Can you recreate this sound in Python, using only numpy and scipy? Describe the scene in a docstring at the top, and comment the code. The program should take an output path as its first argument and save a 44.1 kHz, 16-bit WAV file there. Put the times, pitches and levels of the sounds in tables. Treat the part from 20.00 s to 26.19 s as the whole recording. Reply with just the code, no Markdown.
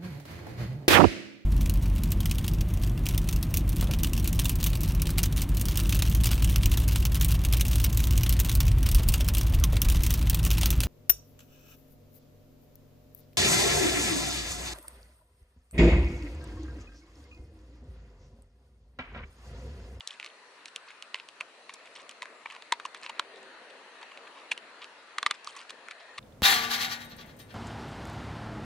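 """Crisp, close crunches of dry kibble stand out in front throughout: a dog eats from a hand on a wooden deck.
Each bite is a burst of splinter noise ringing resonances of the mouth, cheeks, teeth and jaw.
Around and between the bites run short crackles, built from many tiny decaying sines.
Boards and walls answer with a faint tail of fading noise. Behind lies distant traffic, made of shaped
noise, with a brief far engine hum of harmonics and a thin whine of narrow noise."""
import sys
import numpy as np
from scipy import signal
from scipy.fft import rfft, irfft, next_fast_len
from scipy.io import wavfile
from scipy.ndimage import uniform_filter1d, map_coordinates

SR = 44100
rng = np.random.default_rng(int(sys.argv[2]) if len(sys.argv) > 2 else 0)


def generate_wav(sig):
    """Save sig (samples, or channels by samples) to the path in sys.argv[1] as 16-bit PCM at SR."""
    pcm = np.round(np.clip(np.atleast_2d(sig).T, -1, 1) * 32767).astype(np.int16)
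    wavfile.write(sys.argv[1], SR, pcm)


N = 273067  # length in samples


def amp(db):
    """Decibels to gain."""
    return 10 ** (np.asarray(db) / 20)


def unit(x):
    """Scale x to rms 1."""
    return x / np.sqrt(np.mean(x ** 2) + 1e-20)


def along(points, hz):
    """Read a curve of (f/Hz, value) points on a log frequency axis."""
    f, value = np.transpose(points)
    return np.interp(np.log(hz + 1), np.log(f + 1), value)


def curves(rows):
    """One value per sample for each column after the time."""
    t, *columns = np.transpose(rows)
    return [np.interp(np.arange(N) / SR, t, column) for column in columns]


def wobble(rate):
    """A smooth random curve through `rate` knots a second."""
    knots = rng.standard_normal(int(N * rate / SR) + 4)
    return map_coordinates(knots, [np.arange(N) * rate / SR])


def filtered(x, response):
    """Apply a response, given as a function of frequency in Hz."""
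    size = next_fast_len(N + SR // 2)
    hz = np.fft.rfftfreq(size, 1 / SR)
    return irfft(rfft(x, size) * response(hz), size)[..., :N]


def causal(gain):
    """The minimum-phase response with this gain: it rings only after the blow."""
    cepstrum = irfft(np.log(gain + 1e-6))
    half = len(cepstrum) // 2
    folded = np.r_[cepstrum[0], 2 * cepstrum[1:half], np.zeros(half)]
    return np.exp(rfft(folded))


def add(track, t, sound):
    """Mix a sound into a track from time t on."""
    start = round(t * SR)
    lo, hi = max(start, 0), min(start + sound.shape[-1], N)
    track[..., lo:hi] += sound[..., lo - start:hi - start]


# likeness of left and right in the traffic: f/Hz, correlation
STEREO_LIKENESS = [(60, 0.52), (140, 0.94), (350, 0.98), (830, 0.87), (2000, 0.35), (4800, 0.026),
                   (11500, 0.043)]
# the traffic's lean to the left: f/Hz, left minus right level/dB
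TRAFFIC_LEAN = [(190, 0), (620, 2), (2000, 4.5), (3600, 0.2), (6400, 0)]


def rush(spectrum, patchy_db):
    """Stereo noise, its middle at rms 1, with patches of random gain; it is widest in the treble."""
    grid = signal.stft(rng.standard_normal((2, N)), nperseg=512)[2]
    patches = uniform_filter1d(rng.standard_normal(grid.shape[1:]), size=4, axis=0)  # across frequency
    patches = uniform_filter1d(patches, size=18, axis=1)  # across time
    pair = signal.istft(grid * amp(patchy_db * unit(patches)), nperseg=512)[1][:, :N]

    def mid_and_side(hz):
        turn = np.arccos(np.clip(along(STEREO_LIKENESS, hz), -1, 1)) / 2
        return amp(along(spectrum, hz)) * [np.cos(turn), np.sin(turn)]

    def lean(hz):
        return amp(np.outer([.5, -.5], along(TRAFFIC_LEAN, hz)))

    mid, side = filtered(pair, mid_and_side)
    return filtered(np.array([mid + side, mid - side]), lean) / np.std(mid)


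# colours of the three traffic layers: f/Hz, relative level/dB per Hz
RUMBLE_COLOUR = [(15, -70), (25, -57), (80, -68), (113, -19.5), (177, -17), (220, -7), (360, -3), (461, 2),
                 (607, 1), (672, 1), (800, -5), (1040, -72), (1760, -120)]
TYRE_COLOUR = [(470, -37), (800, -6), (872, -3), (945, -1), (1090, -2), (1230, -2), (1330, -3.5),
               (1520, -3), (1860, -2), (2310, -7.5), (2520, -4), (3370, -11.5), (3700, -11), (4250, -9.5),
               (4500, -14), (5850, -55), (9900, -120)]
HISS_COLOUR = [(2650, -9), (4500, -0.5), (5320, -4.5), (6220, -5), (7220, -7), (10600, -10), (11200, -18),
               (14600, -65), (22000, -120)]
# slow rise and fall of rumble and tyre wash, before a small trim: t/s, level/dB
RUMBLE_RIDE = [(0.0, -66.5), (0.55, -64.5), (0.91, -65), (1.84, -62), (2.02, -59.5), (2.5, -62.5),
               (3.1, -58.5), (3.34, -57), (3.52, -56.5), (3.81, -58.5), (4.12, -59), (4.52, -57),
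               (4.84, -61), (6.19, -61)]
TYRE_RIDE = [(0.0, -57), (0.4, -57), (1.74, -56.5), (1.9, -55.5), (2.36, -56), (3.19, -53.5), (4.46, -53.5),
             (4.59, -54.5), (5.07, -55), (5.34, -53.5), (6.19, -55)]


def traffic():
    """Distant traffic: low rumble and tyre wash that rise and fall, and an even hiss."""
    rumble_trim_db, tyre_trim_db, hiss_db = 0.5, -0.5, -67
    rumble = amp(curves(RUMBLE_RIDE)[0] + rumble_trim_db) * rush(RUMBLE_COLOUR, patchy_db=2.1)
    tyres = amp(curves(TYRE_RIDE)[0] + tyre_trim_db) * rush(TYRE_COLOUR, patchy_db=2.05)
    hiss = amp(hiss_db) * rush(HISS_COLOUR, patchy_db=2.4)
    return rumble + tyres + hiss


# the far engine's base pitch and its swell: t/s, f/Hz, level/dB before each harmonic's own
HUM_PATH = [(3.15, 135, -72), (3.3, 133, -54), (3.47, 128.3, -49), (3.6, 132, -79), (3.9, 126, -99)]
# the harmonics that sound: multiple of the base pitch, relative level/dB
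HUM_HARMONICS = [(3, -6), (4, -12), (5, -14)]


def hum():
    """A far engine swells for a moment out of the traffic: unsteady harmonics of one wavering pitch."""
    pitch_hz, db = curves(HUM_PATH)
    phase = 2 * np.pi * np.cumsum(pitch_hz * (1 + 0.0038 * wobble(24.1))) / SR
    harmonics = sum(amp(level + 0.67 * wobble(7.2)) * np.sin(round(multiple) * phase)
                    for multiple, level in HUM_HARMONICS)
    return amp(db) * harmonics


# swells of the far whine over its resting level: t/s, level/dB before the lean to the left
WHINE_SWELLS = [(3.4, -65), (3.97, -64.5), (6.12, -59)]


def whine():
    """A thin, far whine comes and goes, leaning left: narrow noise under swells that fade in dB."""
    centre_hz, width_hz = 1835, 55
    rest_db, fade_db_per_s = -77, 48  # the fade runs on either side of a swell
    narrow = filtered(rng.standard_normal(N), lambda hz: 1 / (1 + ((hz - centre_hz) / width_hz) ** 4))
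    t = np.arange(N) / SR
    swells = sum(amp(db - fade_db_per_s * np.abs(t - peak_s)) for peak_s, db in WHINE_SWELLS)
    return unit(narrow) * (amp(rest_db) + swells) * amp([[2], [-2]])


# how long boards and walls ring: f/Hz, time to fall 60 dB/s
DECK_DECAY = [(200, 0.42), (1500, 0.11), (5000, 0.12), (11000, 0.063)]


def deck(x):
    """A faint, short tail from boards and walls: noise that fades at its own rate in each band."""
    hz, t, grid = signal.stft(rng.standard_normal((2, SR // 3)), SR, nperseg=256)
    fade = amp(-60 * t / along(DECK_DECAY, hz)[:, None])
    tail = signal.istft(grid * fade, SR, nperseg=256)[1]
    return signal.fftconvolve(x, tail / np.linalg.norm(tail[0]), axes=1)[:, :N]


def clump(half_s, pitch_hz, size=160):
    """Tiny wet ticks and crumbs, each a few decaying cycles, thickest two half lengths in."""
    ticks_per_half_second, size_scatter_db, pitch_scatter = 3500, 4.5, .55  # count per second of half length
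    t = np.arange(size) / SR
    count = int(ticks_per_half_second * half_s) + 2
    when, pitch, weight = rng.standard_normal((count, 3)).T
    hz = np.clip(pitch_hz * np.exp(pitch_scatter * pitch), 800, 10000)[:, None]
    grains = amp(size_scatter_db * weight)[:, None] * np.sin(2 * np.pi * hz * t) * np.exp(-hz * t / 3.1)
    start = ((2 + np.clip(.7 * when, -2, 2)) * half_s * SR).astype(int)
    ticks = np.bincount((start[:, None] + np.arange(size)).ravel(), grains.ravel())
    return ticks / np.linalg.norm(ticks) * np.sqrt(2 * half_s * SR)  # rms 1 over two half lengths


# short crackles around and between the bites: tongue strokes, grinding crumbs and small lead-in cracks:
# middle t/s, half length t/s, level/dB before the lips' colour, f/Hz
MOUTH_CRACKLES = [(0.131, 0.02, -52, 3470), (.252, .025, -49, 3180), (0.682, 0.0069, -49, 4060),
                  (0.89, 0.013, -48.5, 2380), (1.18, .016, -51.5, 2480), (1.405, .002, -39.5, 2320),
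                  (1.863, 0.0095, -49, 2650), (1.962, 0.0097, -45.5, 3430), (2.004, .018, -51.5, 2980),
                  (2.535, 0.036, -50, 1780), (2.964, 0.01, -48.5, 2740), (3.047, 0.016, -44.5, 3000),
                  (3.177, 0.022, -51.5, 1770), (3.371, .012, -57, 6140), (3.431, .003, -47.5, 4140),
                  (3.703, .003, -48, 2700), (4.021, 0.0076, -44, 1800), (4.119, .003, -44, 1400),
                  (4.274, 0.0061, -46.5, 2840), (4.382, 0.03, -52, 2370), (4.826, 0.011, -46, 2970),
                  (5.305, .003, -42, 2920), (5.347, .008, -48, 3240), (5.489, 0.022, -50, 5500),
                  (5.59, 0.037, -50, 4130), (5.584, 0.035, -47.5, 1080), (6.005, 0.013, -51.5, 3080)]
# the lips' colour on the crackle: f/Hz, level/dB
LIPS_COLOUR = [(100, -45), (700, -20), (1050, 0), (1500, -8), (2500, 2), (4600, -1.5), (7000, -3.5),
               (8500, 1), (11000, -13)]


def crackles():
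    """Tongue strokes, grinding crumbs, small lead-in cracks and each bite's crumbs pass through the lips."""
    out = np.zeros(N)
    for t, half_s, db, pitch_hz in MOUTH_CRACKLES:
        add(out, t - 2 * half_s, amp(db) * clump(half_s, pitch_hz))
    # crumbs are louder after a hard bite and after a crumbling one, and pitched by the cheeks
    lag_s, half_s, pitch_over_cheek = .007, .0065, 1.096
    base_db, db_per_bite_db, splinter_db = -55, 0.57, 13
    for t, bite_db, _, cheek_hz, *_, share in BITE_SNAPS:
        crumb_db = base_db + db_per_bite_db * bite_db + splinter_db * share
        crumbs = clump(half_s, pitch_over_cheek * cheek_hz)
        add(out, t + lag_s - 2 * half_s, amp(crumb_db) * crumbs)
    return filtered(out, lambda hz: amp(along(LIPS_COLOUR, hz)))


def fracture(t, share, spread_s, apart, scatter_db, scatter_t60):
    """Spectrum of a sharp break amid splinters; fur, hand and boards scatter it differently to each port."""
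    tear, common, side = rng.standard_normal((3, len(t)))
    break_s = 0.00021  # the time a crack takes to run through a pellet
    core = tear * np.exp(-np.abs(t) / break_s)
    envelope = np.exp(-np.abs(t) / np.where(t < 0, spread_s * 0.54, spread_s))  # rises faster than it falls
    splinters = np.array([common + apart * side, common - apart * side]) * envelope
    share = np.clip(share, .1, .9)
    core_part = np.sqrt(1 - share) * core / np.linalg.norm(core)
    splinter_part = np.sqrt(share) * splinters / np.linalg.norm(splinters[0])
    burst = rfft(core_part + splinter_part)
    # a break is broadband: its colour comes from the mouth, with only a fine ripple of its own
    power = np.mean(np.abs(burst) ** 2, axis=0)
    burst /= np.sqrt(np.abs(uniform_filter1d(power, size=45)))
    scatter = rng.standard_normal((2, len(t))) * amp(-60 * np.abs(t) / scatter_t60) * (t > .0005)
    return burst + rfft(amp(scatter_db) * scatter / np.linalg.norm(scatter[0]))


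# snaps of kibble: t/s, cheek level/dB, mouth f/Hz, cheek f/Hz, mouth level/dB under or over the cheeks,
# tooth level/dB and crack level/dB against their usual levels, splinter share 0-1 (held to .1-.9 in the burst)
BITE_SNAPS = [(0.0074, -0.5, 920, 3170, -10.5, -10, -8, 0), (0.0749, 3.5, 1120, 3900, -22, -3.5, 9.5, 0),
              (0.086, -14, 1190, 3400, -22, -1, 9, 0.7), (0.1072, -2.0, 1030, 3280, -25, -16, -6, 0.26),
              (0.1992, 1.5, 930, 2480, -14, -8, -7.5, 0.3), (0.2284, -2, 970, 2400, -13, -4, -12, 0),
              (0.2457, -4, 990, 2550, -7, 1, 1.5, 0.1), (0.2625, -6.5, 1130, 2410, -7, 3.5, 3.5, 0.4),
              (0.6574, -6.0, 960, 2500, -21, 4, 9.5, 0.23), (0.7611, 5.0, 1240, 3140, -30, -22, 6, 0),
              (0.9048, -6.5, 1050, 2180, -1, -10, -9, 0.5), (1.0244, -2.5, 1360, 2930, -12, -2.5, 5, 0.1),
              (1.1443, 9, 1000, 2580, -6.5, -3.5, -7, 0.1), (1.1555, -3, 1010, 2140, -4, -6, -8, 0.6),
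              (1.1991, -5.0, 1010, 2780, -10, -4, -14, 0.13),
              (1.2879, -8.0, 1270, 3080, -11, -2, 5.5, 0.05), (1.409, 8, 1020, 2380, -8, -17, -7, 0.4),
              (1.695, -2, 1090, 2370, 3.5, -4.5, -8, 0.67), (1.7394, -13.5, 1120, 3900, 1, -7, 20, 0.75),
              (2.0936, -5.5, 1320, 3040, -12, -12, 9.5, 0.2), (2.1122, -14.5, 1300, 2840, 3, 3, 12.5, 0.4),
              (2.2213, 3.5, 1070, 2190, -5, -2, -3, 0), (2.229, -5.5, 960, 2380, 13, -1, 6, 0.58),
              (2.2565, -4, 1020, 1820, -4, -10, -4, 0), (2.459, 3, 970, 2160, 8.5, -21, -20, 0.53),
              (2.5013, -4, 1040, 2540, -6, -20, -8, 0.4), (2.5097, -6.5, 1050, 2590, -3, -10, -4, 0.1),
              (2.523, -9.5, 1140, 1940, 7, -14, 5, 0.4), (2.55, -12, 1180, 2130, -2, 1, 2, 0.5),
              (2.5643, -7, 1020, 2340, 5, -9, -8, 0.1), (2.6231, -11, 900, 1840, 4, 7, 3.5, 0.2),
              (2.7236, 15, 950, 1780, 7.5, 2.5, 4, 0.27), (2.736, -3.5, 980, 2100, 8, 3, -6, 0.5),
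              (2.7993, 0, 1260, 1350, -10, -5.5, -6, 0.5), (2.853, 0.5, 1050, 2850, 12, -19, 1.5, 0.88),
              (2.9472, -3, 1050, 1700, -1, 1, 2.5, 0.3), (3.0326, -8.5, 1120, 2800, 2, 5.5, 4.5, 0.7),
              (3.0635, 1, 1020, 2560, 0.5, -2, -12, 0), (3.0961, 0.5, 940, 2590, 8, -3, 1.5, 0.87),
              (3.1959, 11.5, 1015, 1360, 3, 5, 0, 0.18), (4.0298, -9.5, 910, 2150, 11, 4, -1, 0.57),
              (4.1743, -7, 1070, 2550, -1, -3, -6, 0), (4.517, 15, 980, 2540, -10, -15, -2, 0.86),
              (4.5774, 1.0, 1270, 2650, -17, -9, -2, 0.03), (4.8188, -8.5, 1130, 2800, 3, 1, -8, 0),
              (4.844, -5.5, 1180, 2750, 5.5, 0, -0.5, 0.2), (5.1843, 9.5, 1225, 2000, 7, 1.5, 2, 0.25),
              (5.2293, 7.5, 1100, 1560, 5.5, 4, 2.5, 0.24), (5.2637, 16.5, 1193, 2020, 6.5, 0, -2.5, 0.26),
              (5.269, -1, 1190, 1870, 7, 6, 9, 0.2), (5.3108, 10, 1230, 1800, 6.5, 5.5, 5, 0.4),
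              (5.446, -17.5, 1160, 3550, 3, 10, 20, 0.1), (5.473, -11.5, 1160, 2970, 23.5, 15, 13, 0.07),
              (5.5657, -12, 1100, 2590, 14, -5, 15, 0.9), (5.6964, -5.0, 1220, 2770, -1, -0.5, 2, 0.6),
              (5.7054, -7, 1080, 1330, -3, 8, 10, 0.5), (5.8854, -4, 1370, 2120, 4, -13, 0, 0.1),
              (5.911, -2.5, 1330, 2140, 3, -0.5, 1.5, 0.7), (6.182, 0.5, 1140, 2320, 3.5, 2.5, 0.5, 1)]
# colour of a bare fracture: f/Hz, level/dB
CRACK_COLOUR = [(100, -48), (450, -4.5), (1500, -22), (4000, -13), (5800, 4), (7000, 3), (8500, -0.5),
                (11000, -6)]
# the muzzle sways over the hand: t/s, left minus right level/dB
MUZZLE_SWAY = [(0, .3), (1.1, -1.5), (2.4, 0.5), (3.2, -0.5), (4.5, -.4), (6.19, 0)]


def bites(size=2048):
    """Each fracture rings mouth, cheeks, teeth and jaw; the first two change pitch as the jaw opens."""
    mouth_width_hz, cheek_width_hz, tooth_width_hz = 99, 520, 760  # soft flesh damps all three
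    low_tooth_hz, tooth_over_cheek = 3530, 1.3  # in high nips the teeth's note rises with the cheeks'
    usual_tooth_db, usual_crack_db = -6, -22.5  # against the cheeks
    clean_break_s, crumbling_s = 0.0013, 0.0024  # a crumbling pellet splinters for longer
    muzzle_hz = 280  # a small muzzle radiates little bass
    valley_hz, valley_width_hz, valley_db = 780, 56, -7  # a dip below the mouth's note
    out = np.zeros((2, N))
    t = (np.arange(size) - size // 8) / SR  # the break falls at t = 0
    hz = np.fft.rfftfreq(size, 1 / SR)

    def ring(centre_hz, width_hz, db):
        """Power of one resonance."""
        return amp(db) ** 2 / (1 + ((hz - centre_hz) / width_hz) ** 2) ** 2

    jaw_knock = ring(510, 125, -19)  # dull, under the cheeks
    radiation = hz ** 4 / (hz ** 4 + muzzle_hz ** 4)
    valley = amp(valley_db / (1 + ((hz - valley_hz) / valley_width_hz) ** 2))
    # the mouth's low notes build up a moment after the bright edge of the break
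    delay_s = 0.00032 / (1 + (hz / 5000) ** 2)
    build_up = np.exp(-2j * np.pi * np.cumsum(delay_s) * hz[1])
    for bite_s, db, mouth_hz, cheek_hz, mouth_db, tooth_db, crack_db, share in BITE_SNAPS:
        tooth_hz = (low_tooth_hz ** 4 + (tooth_over_cheek * cheek_hz) ** 4) ** .25
        bare_db = usual_crack_db + crack_db
        power = ring(mouth_hz, mouth_width_hz, mouth_db) + ring(cheek_hz, cheek_width_hz, 0)
        power += ring(tooth_hz, tooth_width_hz, usual_tooth_db + tooth_db) + jaw_knock
        power += amp(bare_db + along(CRACK_COLOUR, hz)) ** 2
        gain = np.sqrt(power * radiation) * valley + amp(bare_db - 38)  # a floor far under the crack
        blow = fracture(t, share, spread_s=clean_break_s + crumbling_s * share,
                        apart=0.043, scatter_db=-15.5, scatter_t60=0.032)
        snap = irfft(blow * causal(gain) * build_up)
        pan_db = np.interp(bite_s, *np.transpose(MUZZLE_SWAY))
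        add(out, bite_s + t[0], snap * amp([[db + pan_db / 2], [db - pan_db / 2]]))
    return out


def scene():
    """The muzzle is a touch nearer the left port, which hears it slightly earlier."""
    lead_s, deck_db = 2e-5, -25.5
    dog = filtered(bites() + crackles(), lambda hz: np.exp(np.outer([1j, -1j], np.pi * hz * lead_s)))
    return traffic() + hum() + whine() + amp(deck_db) * deck(dog) + dog


def record(dry):
    """The microphone thins the bass and cuts off very steeply at its band limit."""
    bass_hz, top_hz = 115, 11200
    thin = signal.sosfilt(signal.butter(1, bass_hz, "highpass", fs=SR, output="sos"), dry)
    return filtered(thin, lambda hz: 1 / np.sqrt(1 + (hz / top_hz) ** 120))


dry = scene()
out = record(dry)
generate_wav(out)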